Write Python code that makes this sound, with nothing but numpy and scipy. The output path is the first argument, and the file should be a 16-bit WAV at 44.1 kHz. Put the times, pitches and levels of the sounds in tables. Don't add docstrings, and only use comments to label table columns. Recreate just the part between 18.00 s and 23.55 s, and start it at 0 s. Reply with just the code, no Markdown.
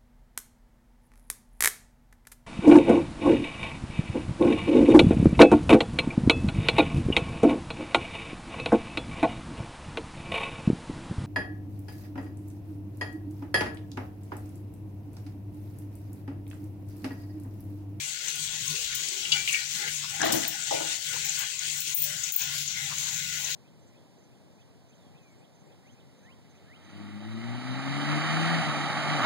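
import sys
import numpy as np
from scipy import signal
from scipy.fft import rfft, irfft, next_fast_len
from scipy.io import wavfile
from scipy.ndimage import uniform_filter1d, minimum_filter1d, map_coordinates

SR = 44100
rng = np.random.default_rng(int(sys.argv[2]) if len(sys.argv) > 2 else 0)


def inscribe(sig):
    pcm = np.round(np.clip(np.atleast_2d(sig).T, -1, 1) * 32767)
    wavfile.write(sys.argv[1], SR, pcm.astype(np.int16))


N = 244755

# t/s, treble level/dB, body level/dB, sizzling top relative to the treble/dB
HISS_LEVELS = [(0.0, -31.5, -32.5, 2), (0.8, -33, -31.5, 0), (1.3, -32.5, -31.5, 1),
               (1.82, -31.5, -31, 1.5), (2.1, -35, -34, 2), (2.36, -29.5, -31, -5), (2.5, -35, -32.5, 2.5),
               (2.8, -34, -30.5, 3.5), (2.93, -30, -28, 4.5), (3.0, -32, -34.5, -0.5),
               (3.14, -31.5, -30.5, 3), (3.4, -29.5, -30, -1), (3.48, -34, -33, 1.5), (3.7, -31, -31, 3),
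               (4.16, -30.5, -33, -0.5), (4.56, -30.5, -30.5, -4), (4.76, -31.5, -32, -4),
               (5.55, -29, -30.5, -7)]
# t/s, roar level/dB
ROAR_LEVELS = [(0.0, -58), (0.16, -60), (0.71, -46), (0.83, -67), (0.97, -48.5), (1.17, -74), (1.27, -48.5),
               (1.59, -59.5), (2.1, -51.5), (2.6, -54.5), (3.03, -61), (3.11, -49), (3.4, -59), (3.63, -60),
               (3.71, -54), (3.94, -57.5), (4.2, -47), (4.33, -65), (4.42, -51), (5.27, -47), (5.55, -54.5)]
# f/Hz, relative level/dB
JET_COLOUR = [(1200, -44), (2000, -17.5), (3000, -4), (4200, -2.5), (5100, -5), (6400, 1.5), (7500, 0),
              (8600, -9.5), (9800, -15.5), (11500, -14.5), (13400, -26), (14300, -17.5), (15200, -13.5),
              (16000, -7)]
# f/Hz, relative level/dB
RUSH_COLOUR = [(40, -17), (120, -8.5), (220, -16), (420, -12.5), (600, -13), (850, -18.5), (1100, -11),
               (1550, -16.5), (2200, 1), (2900, 2), (4000, -4), (7000, -34)]
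# f/Hz, width/Hz, relative level/dB
HOLLOW_RESONANCES = [(350, 33, -17), (501, 42, -11), (812, 21, -2), (1366, 25, -4), (1461.4, 20.6, 10),
                     (1630, 220, -0.5), (2054, 112, 5)]
# f/Hz, relative level/dB
ROAR_COLOUR = [(25, -93), (55, -28), (90, -13), (125, -15), (147, 3), (170, -11.5), (220, -24), (400, -49)]
JET_SPLIT_HZ = 7600
SIZZLE_HZ, SIZZLE_OCTAVES = 8740, 0.14
RUSH_DB = -8.5
HOLLOW_SWING_DB = 3.5


def burner():
    treble_db, body_db, sizzle_db = curves(HISS_LEVELS)
    roar_db, = curves(ROAR_LEVELS)
    noise = lambda: rng.standard_normal((2, N))
    flicker_db = 0.55 * wobble(18) + 0.55 * wobble(45)
    fine_spits = crackle(rate=520, life=0.00069, scatter_db=1.0)
    coarse_spits = crackle(rate=71, life=0.0041, scatter_db=5)
    spits = 0.51 * fine_spits + 0.3 * coarse_spits

    jet = patchy(noise() + spits, depth_db=1.64, size=20)
    jet = spread(pan_echoes(jet, echo_db=-18))
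    jet = unit(filtered(jet, lambda f: amp(along(JET_COLOUR, f))))
    body = filtered(jet, lambda f: 1 / (1 + (f / JET_SPLIT_HZ) ** 8))
    sizzle = filtered(jet, lambda f: bell(f, SIZZLE_HZ, SIZZLE_OCTAVES))
    treble = jet - body + (amp(sizzle_db) - 1) * sizzle

    rush = filtered(spread(noise() + 0.6 * spits), lambda f: amp(along(RUSH_COLOUR, f)))
    hollow = filtered(spread(noise()), lambda f: resonances(HOLLOW_RESONANCES, f))
    rush += amp(HOLLOW_SWING_DB * wobble(14)) * hollow
    large_eddies = filtered(rush, lambda f: 1 / (1 + (f / 1200) ** 8))
    small_eddies = rush - large_eddies
    rush = 0.79 * patchy(large_eddies, depth_db=6.0, size=4) + patchy(small_eddies, depth_db=3.0, size=7)
    rush = unit(rush)

    roar = filtered(spread(noise(), lag=0.00079), lambda f: amp(along(ROAR_COLOUR, f)))
    roar = unit(roar)

    gas = amp(treble_db + 1.8 * wobble(14)) * treble
    gas += amp(body_db) * (body + amp(RUSH_DB + 0.74 * wobble(16)) * rush)
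    return amp(flicker_db) * gas + amp(roar_db + 0.67 * wobble(16)) * roar


def patchy(pair, depth_db, size):
    z = signal.stft(pair, nperseg=1024)[2]
    field = rng.standard_normal(z.shape[1:])
    field = uniform_filter1d(field, size=size, axis=0)
    field = uniform_filter1d(field, size=7, axis=1)
    return signal.istft(z * amp(depth_db * unit(field)), nperseg=1024)[1][:, :N]


def pan_echoes(x, echo_db, count=10):
    response = np.zeros((2, int(0.012 * SR)))
    response[:, 0] = 1
    for port in response:
        delays = rng.integers(SR // 1000, len(port), count)
        port[delays] = amp(echo_db) * rng.choice([-1, 1], count)
    return signal.fftconvolve(x, response, axes=1)[:, :N]


# t/s, level/dB, pitch f/Hz, width/octaves, scrape/s
UTENSIL_TAPS = [(1.249, -32.5, 3040, 0.49, 0.0092), (1.3178, -19.5, 4130, 0.6, 0.00059),
                (1.329, -28.5, 2680, 0.33, 0.00079), (1.364, -31.5, 2380, 0.15, 0.001),
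                (3.128, -38, 2600, 0.63, 0.0082)]
# f/Hz, relative level/dB, t60/s
UTENSIL_MODES = [(2328, -7, 0.3), (2767, 4, 0.09), (2885, -1, 0.17), (2938, 2, 0.12), (3088, -10, 0.22),
                 (3265, -5, 0.1), (3352, 0, 0.1), (3510, -12, 0.17), (3660, -8, 0.12), (3825, -7, 0.06),
                 (3895, -2, 0.06), (4440, -11, 0.16), (4530, -2, 0.08), (4675, -1, 0.07), (5485, -3, 0.05),
                 (6200, -6, 0.07), (7020, -2, 0.05), (7190, 0, 0.05)]
# t/s, level/dB, pitch f/Hz, width/octaves, scrape/s
DISH_BLOWS = [(1.4748, -27.5, 2700, 0.12, 0.002), (1.481, -34, 2550, 0.1, 0.002),
              (1.488, -30.5, 2700, 0.12, 0.002), (1.4935, -32, 2650, 0.12, 0.002),
              (1.506, -37, 2400, 0.2, 0.004), (1.521, -34, 2350, 0.2, 0.004),
              (1.528, -32, 2300, 0.3, 0.004), (1.538, -31.5, 2350, 0.2, 0.004),
              (1.5445, -28.5, 2300, 0.2, 0.002), (1.55, -30.5, 2450, 0.3, 0.002),
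              (1.561, -37, 2050, 0.2, 0.003), (1.572, -39, 2350, 0.25, 0.003),
              (1.59, -41, 2400, 0.3, 0.004), (1.879, -37, 2200, 0.25, 0.012)]
# f/Hz, relative level/dB, t60/s
DISH_MODES = [(1665, -10, .2), (1890, -6, .2), (2202, -3, .12), (2308, 0, .12), (2388, -5, .08),
              (2495, -2, .04), (2655, -2, .04), (2790, -4, .05), (2855, -4, .05), (2965, -4, .08)]


def utensils():
    clinks = steelware(UTENSIL_TAPS, UTENSIL_MODES, crack_db=11, crack_t60=0.016, crack_octaves=0.7,
                       attack=0.0018, wet_db=-12)
    clatter = steelware(DISH_BLOWS, DISH_MODES, crack_db=17, crack_t60=0.028, crack_octaves=0.27,
                        attack=0.0007, wet_db=-7)
    return clinks + clatter


def steelware(blows, modes, crack_db, crack_t60, crack_octaves, attack, wet_db):
    out, t = np.zeros((2, N)), np.arange(int(0.4 * SR)) / SR
    for s, db, hz, octaves, scrape in blows:
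        contact = 0.05 * rng.standard_normal(len(t)) * np.exp(-t / scrape)
        contact[0] += 1
        crack = amp(crack_db) * fade(t, crack_t60) * rng.standard_normal((2, len(t)))
        crack = filtered(crack, lambda f: bell(f, hz, crack_octaves))
        picked = [(f, level + 20 * np.log10(bell(f, hz, octaves) + 1e-6), t60) for f, level, t60 in modes]
        body = ring(picked, t, scatter_db=1) + crack
        clink = signal.fftconvolve(body, contact[None], axes=1)[:, :len(t)]
        add(out, s, room(struck(clink, db, attack), wet_db))
    return out


# t/s, level/dB, level of its shrillest mode/dB
TINKLE_TOUCHES = [(.948, -36, -30), (2.249, -37, -30), (2.32, -28, -4.5), (2.345, -32, -30),
                  (2.477, -29, -30), (3.249, -36, -30), (3.388, -33.5, -30), (3.77, -39, -30),
                  (3.802, -32.5, -30), (3.945, -15, 5.5), (3.966, -23, -30), (3.986, -22, -3),
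                  (4.018, -23, -30), (4.039, -28, -30), (4.32, -24, 3), (4.338, -29, -30),
                  (4.361, -19.5, 2.5)]
# f/Hz, relative level/dB, t60/s
THIN_MODES = [(8750, -10, 0.11), (9450, -13, 0.12), (9250, -10, 0.13), (10150, -19, 0.11),
              (13900, -12, 0.06), (14600, -6, 0.08), (14780, 0, 0.09), (14820, -3, 0.14), (15100, -1, .1),
              (15270, -1, .1), (15430, -2, .08)]
CHATTER_S, CHATTER_LOSS_DB = 0.014, 9.5
SHRILL_HZ, SHRILL_T60_S = 18000, 0.35


def tinkles():
    out, shrill_power = np.zeros((2, N)), np.zeros(N)
    t = np.arange(int(0.3 * SR)) / SR
    onset = 1 - np.exp(-t / 0.0013)
    for start, first_db, shrill_db in TINKLE_TOUCHES:
        for s, db in rebounds(start, first_db, CHATTER_S, CHATTER_LOSS_DB, count=3):
            chatter = rng.standard_normal((2, len(t)))
            chatter = filtered(chatter, lambda f: bell(f, 15200, 0.055) + 0.1 * bell(f, 9200, 0.1))
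            chatter = unit(chatter) * (4.5 * fade(t, 0.022) + 0.5 * fade(t, 0.12))
            tinkle = (ring(THIN_MODES, t, scatter_db=1.5) + chatter) * onset
            add(out, s, room(struck(tinkle, db), wet_db=-10))
        add(shrill_power, start, (amp(shrill_db) * fade(t, SHRILL_T60_S) * onset) ** 2)
    return out + np.sqrt(shrill_power) * np.sin(2 * np.pi * SHRILL_HZ * np.arange(N) / SR)


def rebounds(s, db, gap, loss_db, count):
    return [(s + k * gap, db - k * loss_db) for k in range(count)]


# t/s, level/dB, pitch f/Hz, width/octaves, t60 of the contact/s
BUMPS = [(2.195, -34, 600, 2.8, .04), (2.211, -33, 600, 1.8, 0.036), (2.222, -28.5, 600, 1.4, 0.018),
         (2.2301, -24, 846, 1.7, 0.021), (2.2385, -32.5, 1400, 0.76, 0.0074),
         (2.246, -30.5, 800, 1.7, 0.016), (2.254, -29, 700, 0.83, 0.012),
         (2.261, -36.5, 1080, 0.58, 0.0073), (2.27, -31.5, 1200, 1.4, 0.0073), (2.28, -36, 800, 1.7, .01),
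         (2.291, -28, 640, 1.7, 0.017), (2.303, -31, 1300, 1.2, 0.0068), (2.326, -29, 300, 0.66, 0.018),
         (2.338, -28, 600, 2, 0.014), (2.351, -37, 420, 0.97, 0.02), (2.378, -38, 900, 0.69, 0.029),
         (2.446, -43, 1000, 0.73, 0.052), (2.708, -28.5, 620, 0.55, 0.018),
         (2.7185, -29.5, 670, 0.7, 0.011), (2.73, -35, 600, 0.54, 0.018), (2.738, -35, 480, 1.5, 0.023),
         (2.768, -45, 600, 0.48, .02), (2.802, -34.5, 700, 0.68, 0.023), (2.85, -43.5, 556, 1, .05)]
# f/Hz, width/Hz, relative level/dB
COUNTER_RESONANCES = [(134, 46, 7.5), (249, 34, 5), (321, 14, 12.5), (414, 25, 1.5), (482, 49, 2),
                      (553, 34, 5), (634, 41, 6.5), (693, 18, 6.5), (789, 61, 2), (1290, 200, -5.5),
                      (1510, 34, 0), (1610, 110, -8), (1896, 110, -2), (1965, 80, 0.5), (3200, 1230, -1)]


def counter():
    out, t = np.zeros((2, N)), np.arange(int(0.25 * SR)) / SR
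    for s, db, hz, octaves, t60 in BUMPS:
        contact = rng.standard_normal(len(t)) * fade(t, t60)
        low_cut = lambda f: f ** 4 / (f ** 4 + 90 ** 4)
        blow = filtered(contact, lambda f: resonances(COUNTER_RESONANCES, f) * bell(f, hz, octaves) * low_cut(f))
        add(out, s, room(struck(blow, db), wet_db=4.5))
    return out


# t/s, level/dB, pitch f/Hz, t60/s
EDGE_TOCKS = [(2.2045, -32.5, 1630, .035), (2.2155, -28.5, 1660, .02), (2.232, -36, 1620, .03),
              (2.262, -35, 1900, .02), (2.302, -38, 1800, .025), (2.427, -41, 1970, .08)]


def tocks():
    out, t = np.zeros((2, N)), np.arange(int(0.15 * SR)) / SR
    for s, db, hz, t60 in EDGE_TOCKS:
        grain = filtered(rng.standard_normal(len(t)), lambda f: bell(f, hz, octaves=0.27))
        tone = np.sin(2 * np.pi * hz * t) + 0.5 * unit(grain)
        tock = struck(tone * fade(t, t60), db, attack=0.0012)
        add(out, s, tock)
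        add(out, s, amp(-4.0) * room(tock, wet_db=26))
    return out


# t/s, length/s, level/dB, pitch f/Hz
GRIT_SLIDES = [(2.235, 0.047, -34.5, 4040), (2.33, 0.041, -40, 5960), (2.418, 0.037, -34.5, 3000),
               (2.707, 0.027, -44, 5400)]


def scrapes():
    out = np.zeros((2, N))
    for s, length, db, hz in GRIT_SLIDES:
        grit = crackle(rate=380, life=0.0009, scatter_db=2.5)[:, :int(length * SR)]
        grit = filtered(grit, lambda f: bell(f, hz, octaves=0.9))
        add(out, s, room(amp(db) * unit(grit), wet_db=-19))
    return out


# t/s, level/dB, pitch f/Hz, width/octaves, t60/s
DRY_TICKS = [(0.352, -42, 9500, .4, .04), (0.949, -34, 7000, 0.5, 0.055), (1.083, -33, 6700, 0.35, 0.05),
             (1.52, -38, 8800, 0.25, 0.085), (2.215, -30, 6400, 0.3, 0.014), (2.3205, -24, 7000, .7, .06),
             (2.708, -34, 6500, .25, .04), (3.285, -32, 7300, 0.11, 0.15), (4.232, -31, 6800, 0.17, 0.15),
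             (4.3595, -14, 15200, .04, .025), (4.418, -32, 6400, 0.1, 0.028),
             (4.675, -33, 6400, 0.14, 0.059), (5.441, -32, 6260, 0.13, 0.042)]


def ticks():
    out, t = np.zeros((2, N)), np.arange(int(0.12 * SR)) / SR
    at_random = [(s, -32, 6750, 0.11, 0.018) for s in rng.random(size=8) * N / SR]
    for s, db, hz, octaves, t60 in DRY_TICKS + at_random:
        burst = rng.standard_normal((2, len(t))) * fade(t, t60)
        snap = filtered(burst, lambda f: bell(f, hz, octaves))
        add(out, s, room(struck(snap, db, attack=0.0016), wet_db=-9))
    return out


# t/s, level/dB, pitch f/Hz, width/Hz, length/s
NUDGES = [(0.297, -61.5, 413, 120, 0.13), (0.936, -38, 2080, 900, 0.017), (1.168, -54.5, 390, 159, 0.24),
          (2.046, -44, 1150, 450, 0.018), (3.16, -47.5, 950, 400, .02), (3.425, -48, 920, 700, 0.03),
          (4.067, -52, 584, 40, 0.082), (4.924, -40.5, 1270, 1110, 0.022), (5.067, -55.5, 850, 503, 0.092),
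          (5.45, -51, 780, 500, 0.052)]


def shuffles():
    out, t = np.zeros((2, N)), np.arange(-SR // 4, SR // 4) / SR
    for s, db, hz, width, length in NUDGES:
        rub = rng.standard_normal((2, len(t)))
        rub = filtered(rub, lambda f: resonances([(hz, width, 0)], f) ** 2)
        add(out, s + t[0], amp(db) * unit(spread(rub)) * np.exp(-(t / length) ** 2))
    return out


# f/Hz, t60/s
KITCHEN_DECAY = [(150, 0.56), (700, 0.38), (2500, 0.42), (8000, 0.71), (15000, 0.31)]
# f/Hz, likeness (0 to 1)
ROOM_LIKENESS = [(100, 0.96), (600, 0.88), (1200, 0.18), (3000, 0.14)]


def room(x, wet_db):
    hz, t, z = signal.stft(rng.standard_normal((2, int(0.8 * SR))), SR, nperseg=256)
    tail = signal.istft(z * fade(t, along(KITCHEN_DECAY, hz)[:, None]), SR, nperseg=256)[1]
    tail *= amp(wet_db) / np.linalg.norm(tail[0])
    tail[0, 24] += np.sqrt(2)
    response = spread(tail, ROOM_LIKENESS, lag=0.001015)
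    return signal.fftconvolve(np.atleast_2d(x), response, axes=1) / np.hypot(1, amp(wet_db))


# f/Hz, likeness (0 to 1)
CLOSE_LIKENESS = [(50, 0.3), (150, 1), (300, 0.67), (550, 0.78), (1000, 0.23), (2500, 0.082), (8000, 0.017)]


def spread(pair, alike=CLOSE_LIKENESS, lag=0.000888):
    turn = lambda f: np.arccos(np.clip(along(alike, f), -1, 1)) / 2
    mid, side = filtered(pair, lambda f: np.array([np.cos(turn(f)), np.sin(turn(f))]))
    ports = np.array([mid + side, mid - side])
    return filtered(ports, lambda f: np.exp(1j * np.pi * f * lag * np.array([[-1], [1]])))


def crackle(rate, life, scatter_db):
    sizes = amp(scatter_db * np.clip(rng.standard_normal(N), -2, 2))
    spits = (rng.random(N) < rate / SR) * sizes
    power = signal.lfilter([1], [1, -np.exp(-1 / (life * SR))], spits ** 2)
    return unit(np.sqrt(power) * rng.standard_normal((2, N)))


def ring(modes, t, scatter_db):
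    hz, db, t60 = np.transpose(modes)[:, :, None]
    size = amp(db + scatter_db * rng.standard_normal((2, len(modes), 1)))
    phase = 2 * np.pi * rng.random((2, len(modes), 1))
    return np.sum(size * fade(t, t60) * np.sin(2 * np.pi * hz * t + phase), axis=1)


def struck(x, db, attack=0.00025):
    x = x * (1 - np.exp(-np.arange(x.shape[-1]) / SR / attack))
    return amp(db) * x / np.sqrt(np.mean(x[..., :SR // 50] ** 2))


def resonances(modes, f):
    return sum((-1) ** k * amp(db) * 1j * f * w / (c * c - f * f + 1j * f * w)
               for k, (c, w, db) in enumerate(modes))


def bell(f, hz, octaves):
    return np.exp(-0.5 * (np.log2((f + 1) / hz) / octaves) ** 2)


def filtered(x, response):
    n = x.shape[-1]
    m = next_fast_len(n + SR // 4)
    return irfft(rfft(x, m) * response(np.fft.rfftfreq(m, 1 / SR)), m)[..., :n]


def fade(t, t60):
    return np.exp(-np.log(1000) * t / t60)


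def wobble(rate):
    knots = rng.standard_normal(int(N * rate / SR) + 4)
    return map_coordinates(knots, [np.arange(N) * rate / SR])


def curves(rows):
    s, *cols = np.transpose(rows)
    return [np.interp(np.arange(N) / SR, s, c) for c in cols]


def along(points, hz):
    f, v = np.transpose(points)
    return np.interp(np.log(hz + 1), np.log(f + 1), v)


def amp(db):
    return 10 ** (np.asarray(db) / 20)


def unit(x):
    return x / np.sqrt(np.mean(x ** 2) + 1e-20)


def add(track, s, sound):
    part = track[..., round(s * SR):][..., :sound.shape[-1]]
    part += sound[..., :part.shape[-1]]


def scene():
    handling = utensils() + tinkles() + counter() + tocks() + scrapes() + ticks() + shuffles()
    return burner() + handling


def limiter(x, ceiling_db, hold, ease):
    need = np.minimum(1, amp(ceiling_db) / (np.abs(x).max(axis=0) + 1e-9))
    held = minimum_filter1d(need, int(hold * SR) + 1)
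    return x * uniform_filter1d(held, int(ease * SR) + 1)


# f/Hz, level difference/dB
PORT_DIFFERENCE = [(60, 1), (150, 2.5), (500, 3), (800, 1), (1150, 4.5), (1800, 9), (2700, 5), (4200, 9.5),
                   (5600, 7.5), (6500, 18), (7900, 21.5), (10200, -1), (13000, -3.5), (15000, 10)]
TOP_HZ = 15900


def record(dry):
    ratio = lambda f: amp(along(PORT_DIFFERENCE, f))
    balance = lambda f: np.array([ratio(f), np.ones_like(f)]) * np.sqrt(2 / (1 + ratio(f) ** 2))
    heard = filtered(dry, balance)
    limited = limiter(heard, ceiling_db=-2.0, hold=0.014, ease=0.016)
    return filtered(limited, lambda f: f < TOP_HZ)


dry = scene()
out = record(dry)
inscribe(out)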